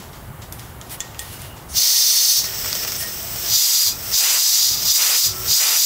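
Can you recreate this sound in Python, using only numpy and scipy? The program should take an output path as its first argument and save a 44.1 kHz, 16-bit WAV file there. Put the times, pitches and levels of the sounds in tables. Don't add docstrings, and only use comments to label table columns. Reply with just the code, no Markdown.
import sys
import numpy as np
from scipy import signal
from scipy.fft import rfft, irfft
from scipy.io import wavfile
from scipy.ndimage import uniform_filter1d, map_coordinates

SR = 44100
rng = np.random.default_rng(int(sys.argv[2]) if len(sys.argv) > 2 else 0)


def to_wav(s):
    ch = np.atleast_2d(s).T
    pcm = np.round(np.clip(ch, -1, 1) * 32767)
    wavfile.write(sys.argv[1], SR, pcm.astype(np.int16))


def makeup_ratio(level_db):
    decades = np.asarray(level_db, float) / 20
    return 10 ** decades


N = 257984

# frequency in Hz, level in dB per Hz.
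ROOM_COLOUR = [(15, -35), (25, -5.5), (113, -2), (300, -16), (372, -12.5), (438, -17.5), (860, -15),
               (1100, -18), (1190, -17), (1740, -23.5), (2150, -25.5), (2530, -31), (2900, -28.5),
               (5250, -37.5), (15900, -29)]
# frequency in Hz, width in Hz, boost in dB.
ROOM_MODES = [(66.5, 4.5, 3.5), (111.7, 4.7, 3.5), (142.4, 7.9, 2.5)]
# frequency in Hz, level in dB per Hz.
RUB_COLOUR = [(1500, -5.5), (3000, -2), (5000, -1.5), (8000, 3), (12000, -9), (15800, -3)]
# start in seconds, level in dB, seconds to lose 30 dB,
# top octave in dB over the level.
SCRAPES = [(0.0, -38.5, 0.25, -4), (.134, -45.5, 0.3, -4), (0.422, -38.5, 0.12, -5), (.526, -41, 0.16, 3),
           (.594, -40.5, 0.3, -2), (.814, -47, 1.1, -2), (1.006, -37.5, 0.24, -10), (1.192, -39, 0.63, 0.5),
           (1.566, -43, 0.15, -5)]
# start in seconds, length in seconds, level in dB,
# top octave in dB over the level.
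SLIDES = [
    (0.883, 0.093, -38.5, 4.5),
    (1.12, 0.11, -55.5, -7),
    (1.192, 0.054, -53, 6),
    (1.3, 0.072, -44, 3),
    (1.38, 0.12, -46, -1),
    (1.252, 0.29, -55, 1),
    (2.957, 0.11, -40.5, 12),
]
# time in seconds, low edge in
# Hz, high edge in Hz, level in dB.
WISPS = [(.28, 4100, 5200, -62), (1.37, 4600, 6300, -50), (3.16, 13000, 14600, -36),
         (3.63, 9000, 10300, -32), (4.46, 13700, 15200, -23), (4.58, 14400, 15900, -26),
         (4.58, 9400, 11200, -30), (4.58, 6850, 8350, -28), (5.62, 6450, 8200, -21)]
# time in seconds, peak in dB, centre in Hz, shell ring in dB over
# the peak, brass ring in dB over the peak.
TAPS = [(0.1321, -34, 3650, -26, -21), (0.4205, -33, 4220, -29, -20), (0.5244, -12, 12300, -46, -19),
        (0.595, -23.5, 5730, -26, -20), (0.8139, -23, 3460, -21, -12.5), (0.8969, -27, 5570, -28, -16),
        (1.0045, -9, 7400, -25.5, -7), (1.1468, -27.5, 2720, -20, -24), (1.193, -8.5, 8550, -24.5, -14.5),
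        (1.4187, -18, 8630, -28, -28), (1.5673, -40, 4550, -26, -23), (1.6963, -33, 8500, -40, -16.5)]
# time in seconds, peak in dB, centre in Hz.
FIRST_TOUCH = [
    (.999, -24, 5000),
]
# frequency in Hz, level in dB, T60 in seconds.
BRASS_MODES = [
    (3460, -9.5, 0.067),
    (6230, -8, .04),
    (6720, 4.5, 0.01),
    (7240, -5.5, 0.04),
    (8450, -13, 0.021),
]
# start in
# seconds, length in seconds, frequency in Hz, level in dB, T60 in seconds.
HUMS = [(1.12, .1, 2820, -57, 0.026), (1.25, 0.31, 2850, -51, .03), (1.679, 0.083, 9650, -39, 0.0017),
        (1.688, 0.071, 6300, -40, 0.0033), (1.798, 0.57, 1883, -33, 0.16), (2.39, 0.49, 1858, -48, 0.26),
        (3.187, 0.31, 678, -49, 0.2), (3.882, 0.21, 1350, -50, 0.2), (3.897, 0.085, 2480, -42, 0.13),
        (4.68, 0.23, 1220, -47.5, 0.19), (5.247, 0.41, 371, -49, 0.46), (5.253, 0.26, 1331, -44.5, 0.32),
        (5.3, 0.27, 1098, -49, 0.17)]
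# time in seconds, kick in dB.
NUDGES = [
    (3.005, -34),
    (3.025, -32),
    (3.045, -28),
]
# fully open in seconds, let go in seconds,
# dB when open, dB when let go, opening speed in dB per second.
PULLS = [
    (1.797, 2.339, -1, 2, 560),
    (3.608, 3.828, 3, 3, 240),
    (4.18, 4.671, 7.5, -5, 598),
    (4.946, 5.196, 6, 8, 327),
    (5.587, 5.9, 7.5, 1, 284),
]
# time in seconds, core level in dB.
LEAK = [(1.675, -71), (1.69, -46.5), (1.73, -50.5), (2.45, -26.5), (2.52, -30.5), (2.7, -27.5),
        (2.95, -29.5), (3.07, -32), (3.25, -33.5), (3.4, -30), (3.5, -24), (3.97, -36.5), (4.12, -28),
        (4.7, -18.5), (4.81, -24.5), (4.9, -20), (5.33, -32.5), (5.45, -32.5)]
# core in dB, then roar, fringe and whistle in dB over it.
REGISTER_LAW = [(-31, -8.5, -5, 4.5), (-25.5, -9.5, -8, 0), (-20, -17.5, -9.5, -3), (-6, -23, -12, -7.5),
                (3, -19, -6.5, -7), (16.5, -19.5, -5.5, -3.5)]
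SPLITS_HZ = (3080, 7450, 13650)
# frequency in Hz, level in dB per Hz.
JET_COLOURS = [
    [(180, -58), (300, -32), (583, -23), (1550, -23.5), (1930, -19), (2470, -18.5), (4350, -5), (4730, -2.5), (6070, -3.5), (8740, -13), (12200, -14), (14600, -9), (15900, -18)],
    [(180, -40), (300, -31.5), (913, -20), (1500, -20), (3120, -13), (3570, -10), (4890, 0.5), (5490, -2.5), (5970, -0.5), (9660, -19), (13200, -18.5), (14400, -10.5), (15900, -11)],
    [(180, -28), (300, -18), (360, -4), (603, -6), (666, 0.5), (773, -19.5), (1320, -5), (3810, -3.5), (5580, -2), (8050, -3.5), (9820, -12.5), (14400, -8), (15900, -8)],
]
# frequency in Hz, width in Hz,
# dB over the jet.
FIRST_GRIP = [(3640, 130, 5), (3960, 61, 6), (4380, 130, 12), (4890, 50, 7.5), (5140, 110, 4.5),
              (5560, 110, 10), (5900, 48, 8.5), (6170, 300, 10), (6860, 60, 0), (9330, 150, 9.5),
              (11300, 90, -4), (12300, 200, -5), (14200, 90, 3), (14900, 270, 4)]
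# frequency in Hz, width in Hz, dB over the jet.
SECOND_GRIP = [(3527, 93, 6), (3780, 59, 9), (4150, 45, 8), (4630, 20, 5.5), (4924, 83, 6), (5125, 17, 9.5),
               (5880, 27, 9), (6020, 95, 8), (6540, 110, -2.5), (6780, 120, 7.5), (8050, 88, 2),
               (8500, 220, -10), (13000, 540, 8.5), (14300, 300, 8)]
# frequency in Hz, width in Hz, dB over the jet.
NEARLY_SHUT = [(4520, 100, 4), (5120, 99, 9), (5550, 480, 8.5), (6170, 260, 7.5), (7200, 500, -2),
               (7930, 160, 6), (8500, 250, 3), (9300, 180, 8), (13000, 400, 7), (13400, 300, 3),
               (14200, 150, 10), (14800, 220, 5), (15500, 160, 6)]
HAND_MOVES_S = (2.94, 3.4)
HAND_DB = (-1, -1.1, 1, 0.6)
WET_AT_S = (4.185, 4.97, 5.575)
WET_DB = (9, -1.5, 0, -2)
# start in seconds, length in seconds, extra depth in dB.
STUTTER_FITS = [
    (2.58, .48, .9),
    (4.53, .46, .9),
]
# time in seconds, peak in dB, thud in dB over the peak.
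DROPS = [(2.4423, -7.5, -8.5), (2.4567, -13, -7), (2.6457, -13, -5.5), (2.6601, -11.5, -4.5),
         (2.6824, -21, -10), (2.696, -15, -10), (2.7043, -18, -13), (2.729, -5.5, -12), (2.7527, -5.5, -14),
         (2.8492, -10, -8.5), (2.8783, -15, -3), (2.9203, -7.5, -13), (2.9552, -12, -23), (3.36, -16, -7)]
# jet core in the air in dB, gain in dB.
GAIN_LAW = [(-14.5, -0.03), (-7, -6.5), (2, -18.5), (16.5, -33)]


def unit(x):
    return x / np.sqrt(np.mean(x ** 2))


def curve(table):
    s, *columns = np.transpose(table)
    return [np.interp(np.arange(N) / SR, s, column) for column in columns]


def colour(x, points):
    hz, db = np.transpose(points)
    bins = np.arange(N // 2 + 1) * SR / N + 1
    return irfft(rfft(x) * makeup_ratio(np.interp(np.log(bins), np.log(hz), db)), N)


def band(x, lo_hz, hi_hz, order=2):
    sos = signal.butter(order, [lo_hz, min(hi_hz, .45 * SR)], "bandpass", fs=SR, output="sos")
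    return signal.sosfilt(sos, x)


def resonate(x, modes):
    hz = np.arange(N // 2 + 1) * SR / N
    return rfft(x) * makeup_ratio(sum(db / (1 + (2 * (hz - f) / width) ** 2) for f, width, db in modes))


def ring(x, hz, t60):
    pole = np.exp(2j * np.pi * hz / SR - np.log(1000) / (t60 * SR))
    return signal.lfilter([1], [1, -pole], x).imag


def kicks(times, db):
    x = np.zeros(N)
    x[(np.asarray(times) * SR).astype(int)] = makeup_ratio(db)
    return x


def crack(s, db, hz, t60, spread):
    t = np.arange(2048) / SR
    push = rng.standard_normal(len(t)) * 1000 ** (-t / t60)
    push[0] = 6
    burst = band(push, hz / spread, hz * spread)
    x = np.zeros(N)
    start = int(s * SR)
    x[start:start + len(t)] = makeup_ratio(db) * burst / np.abs(burst).max()
    return x


def walk(rate):
    hold = int(SR / rate)
    steps = np.repeat(rng.standard_normal(N // hold + 1), hold)
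    return unit(uniform_filter1d(uniform_filter1d(steps, hold), hold)[:N])


def window(s, length):
    t = np.arange(N) / SR - s
    return np.clip(np.minimum(t, length - t) / min(.03, length / 2), 0, 1)


def lag(x, s):
    keep = np.exp(-1 / (s * SR))
    return x[0] + signal.lfilter([1 - keep], [1, -keep], x - x[0])


def room():
    level_db, swell_db = -36.5, 1.6
    noise = unit(irfft(resonate(colour(rng.standard_normal(N), ROOM_COLOUR), ROOM_MODES), N))
    bass = band(noise, 23, 250)
    return makeup_ratio(level_db) * (noise + bass * (makeup_ratio(swell_db * walk(9)) - 1))


def rub():
    rise_s, body_ceiling_db = .014, -35
    t = np.arange(N) / SR
    strokes = []
    for s, db, fall_s, top_db in SCRAPES:
        drop_db = 30 * np.maximum((s - t) / rise_s, (t - s) / fall_s)
        strokes.append((makeup_ratio(db - drop_db), top_db))
    for s, length, db, top_db in SLIDES:
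        strokes.append((makeup_ratio(db) * window(s, length) ** 2, top_db))
    body = sum(stroke for stroke, _ in strokes)
    top = sum(stroke * makeup_ratio(top_db) for stroke, top_db in strokes)
    noise = colour(rng.standard_normal(N), RUB_COLOUR)
    body_hiss = np.minimum(body, makeup_ratio(body_ceiling_db)) * unit(band(noise, 790, 7600))
    top_hiss = top * unit(band(noise, 8900, 14800))
    return (body_hiss + top_hiss) * makeup_ratio(walk(90))


def wide_air():
    noise = rng.standard_normal(N)
    wisps = sum(makeup_ratio(db) * window(s - .015, 0.031) * unit(band(noise, lo, hi, order=8))
                for s, lo, hi, db in WISPS)
    hiss = unit(band(noise, 10900, 22000, order=4))
    return wisps + makeup_ratio(-63.5) * window(-0.98, 2.7) * hiss


def clicks():
    s, db, hz, _, brass_db = np.transpose(TAPS)
    blows = kicks(s, db + brass_db)
    brass = sum(makeup_ratio(mode_db) * ring(blows, f, t60) for f, mode_db, t60 in BRASS_MODES)
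    snap = sum(crack(*row, .002, 2.6) for row in [*zip(s, db + 3, hz), *FIRST_TOUCH])
    rattle = sum(crack(*row, 0.053, 1.13) for row in zip(s, db - 9.5, hz))
    return snap + rattle + brass


def shell():
    shell_hz, shell_t60_s = 1868, .27
    hum = sum(makeup_ratio(db + walk(20)) * window(s, length) * unit(ring(rng.standard_normal(N), hz, t60))
              for s, length, hz, db, t60 in HUMS)
    s, db, _, shell_db, _ = np.transpose(TAPS)
    blows = kicks(s, db + shell_db) + kicks(*np.transpose(NUDGES))
    return hum + ring(blows, shell_hz, shell_t60_s)


def flow_db():
    closing_db_per_s = 359
    t = np.arange(N) / SR
    levels = curve(LEAK)
    for on, off, on_db, off_db, opening_db_per_s in PULLS:
        held_db = np.interp(t, (on, off), (on_db, off_db))
        opening_db = opening_db_per_s * np.maximum(on - t, 0)
        levels.append(held_db - opening_db - closing_db_per_s * np.maximum(t - off, 0))
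    return 10 * np.log10(sum(makeup_ratio(db) ** 2 for db in levels))


def cavities(points, modes):
    hz = np.arange(N // 2 + 1) * SR / N
    spectrum = resonate(colour(rng.standard_normal(N), points), modes)
    below = [0] + [1 / (1 + (hz / f) ** 16) for f in SPLITS_HZ] + [1]
    return np.array([unit(irfft(spectrum * (hi - lo), N)) for lo, hi in zip(below, below[1:])])


def jet():
    colour_lag_s = 0.036
    dry_colour_db = -22.5
    shut_db, open_db = -26, -19.5
    wet_s, stutter_db = 0.22, .4
    t = np.arange(N) / SR
    core_db = flow_db()
    felt_db = np.maximum(core_db, lag(core_db, colour_lag_s))
    felt_db = np.where(t < PULLS[0][0], np.maximum(felt_db, dry_colour_db), felt_db)
    at_db, *law = np.transpose(REGISTER_LAW)
    roar_db, fringe_db, whistle_db = (np.interp(felt_db, at_db, column) for column in law)

    moved = np.interp(t, HAND_MOVES_S, (0, np.pi / 2))
    first = cavities(JET_COLOURS[0], FIRST_GRIP)
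    second = cavities(JET_COLOURS[1], SECOND_GRIP)
    wide = np.cos(moved) * first + np.sin(moved) * second
    opening = np.interp(felt_db, (shut_db, open_db), (0, np.pi / 2))
    registers = np.sin(opening) * wide + np.cos(opening) * cavities(JET_COLOURS[2], NEARLY_SHUT)

    wet = sum(window(s, wet_s) for s in WET_AT_S)
    slugs = walk(110)
    stutter = unit(slugs - uniform_filter1d(slugs, size=3000))
    depth_db = stutter_db + sum(db * window(s, length) for s, length, db in STUTTER_FITS)
    surge_db = depth_db * stutter
    levels = [core_db + rel_db + wet_db * wet + hand_db * np.sin(moved) + surge_db + .5 * walk(60)
              for rel_db, wet_db, hand_db in zip((roar_db, 0, fringe_db, whistle_db), WET_DB, HAND_DB)]
    return (registers * makeup_ratio(levels)).sum(axis=0) * window(LEAK[0][0] - .02, 10)


def tremble(x):
    slip = np.cumsum(.004 * walk(5))
    slip = slip - uniform_filter1d(slip, size=SR)
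    return map_coordinates(x, [np.arange(N) + slip], order=5, mode="nearest")


def spits():
    tick = sum(crack(s, db, 5400, .006, 1.25) for s, db, _ in DROPS)
    thud = sum(crack(s, db + thud_db, 850, 0.036, 4.0) for s, db, thud_db in DROPS)
    return tick + thud


def bench(x):
    t = np.arange(SR // 4) / SR
    echo = np.zeros(len(t))
    for db, t60 in [(-20, .02), (-12, .22)]:
        decay = 1000 ** (-t / t60) * np.sqrt(2 * np.log(1000) / (t60 * SR))
        echo += makeup_ratio(db) * rng.standard_normal(len(t)) * decay
    echo[0] = 1
    return signal.fftconvolve(x, echo / np.linalg.norm(echo))[:N]


def camera_db():
    recover_s = 0.0088
    wanted_db = np.interp(flow_db(), *np.transpose(GAIN_LAW))
    return np.minimum(wanted_db, lag(wanted_db, recover_s))


def scene():
    mid = bench(tremble(jet()) + spits() + rub() + clicks()) + shell() + room()
    side = wide_air() * makeup_ratio(-camera_db())
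    return np.array([mid + side, mid - side])


def roll_off(x):
    return signal.sosfilt(signal.butter(12, 16550, fs=SR, output="sos"), x)


def record(dry):
    ceiling, top_hz, bottom_hz = .85, 15720, 38
    x = dry * makeup_ratio(camera_db())
    mid = x.mean(axis=0)
    x = x - mid + ceiling * np.tanh(mid / ceiling)
    x = signal.sosfilt(signal.ellip(14, .2, 90, top_hz, fs=SR, output="sos"), x)
    x = signal.sosfilt(signal.butter(3, bottom_hz, "highpass", fs=SR, output="sos"), x)
    return roll_off(x)


dry = scene()
out = record(dry)
to_wav(out)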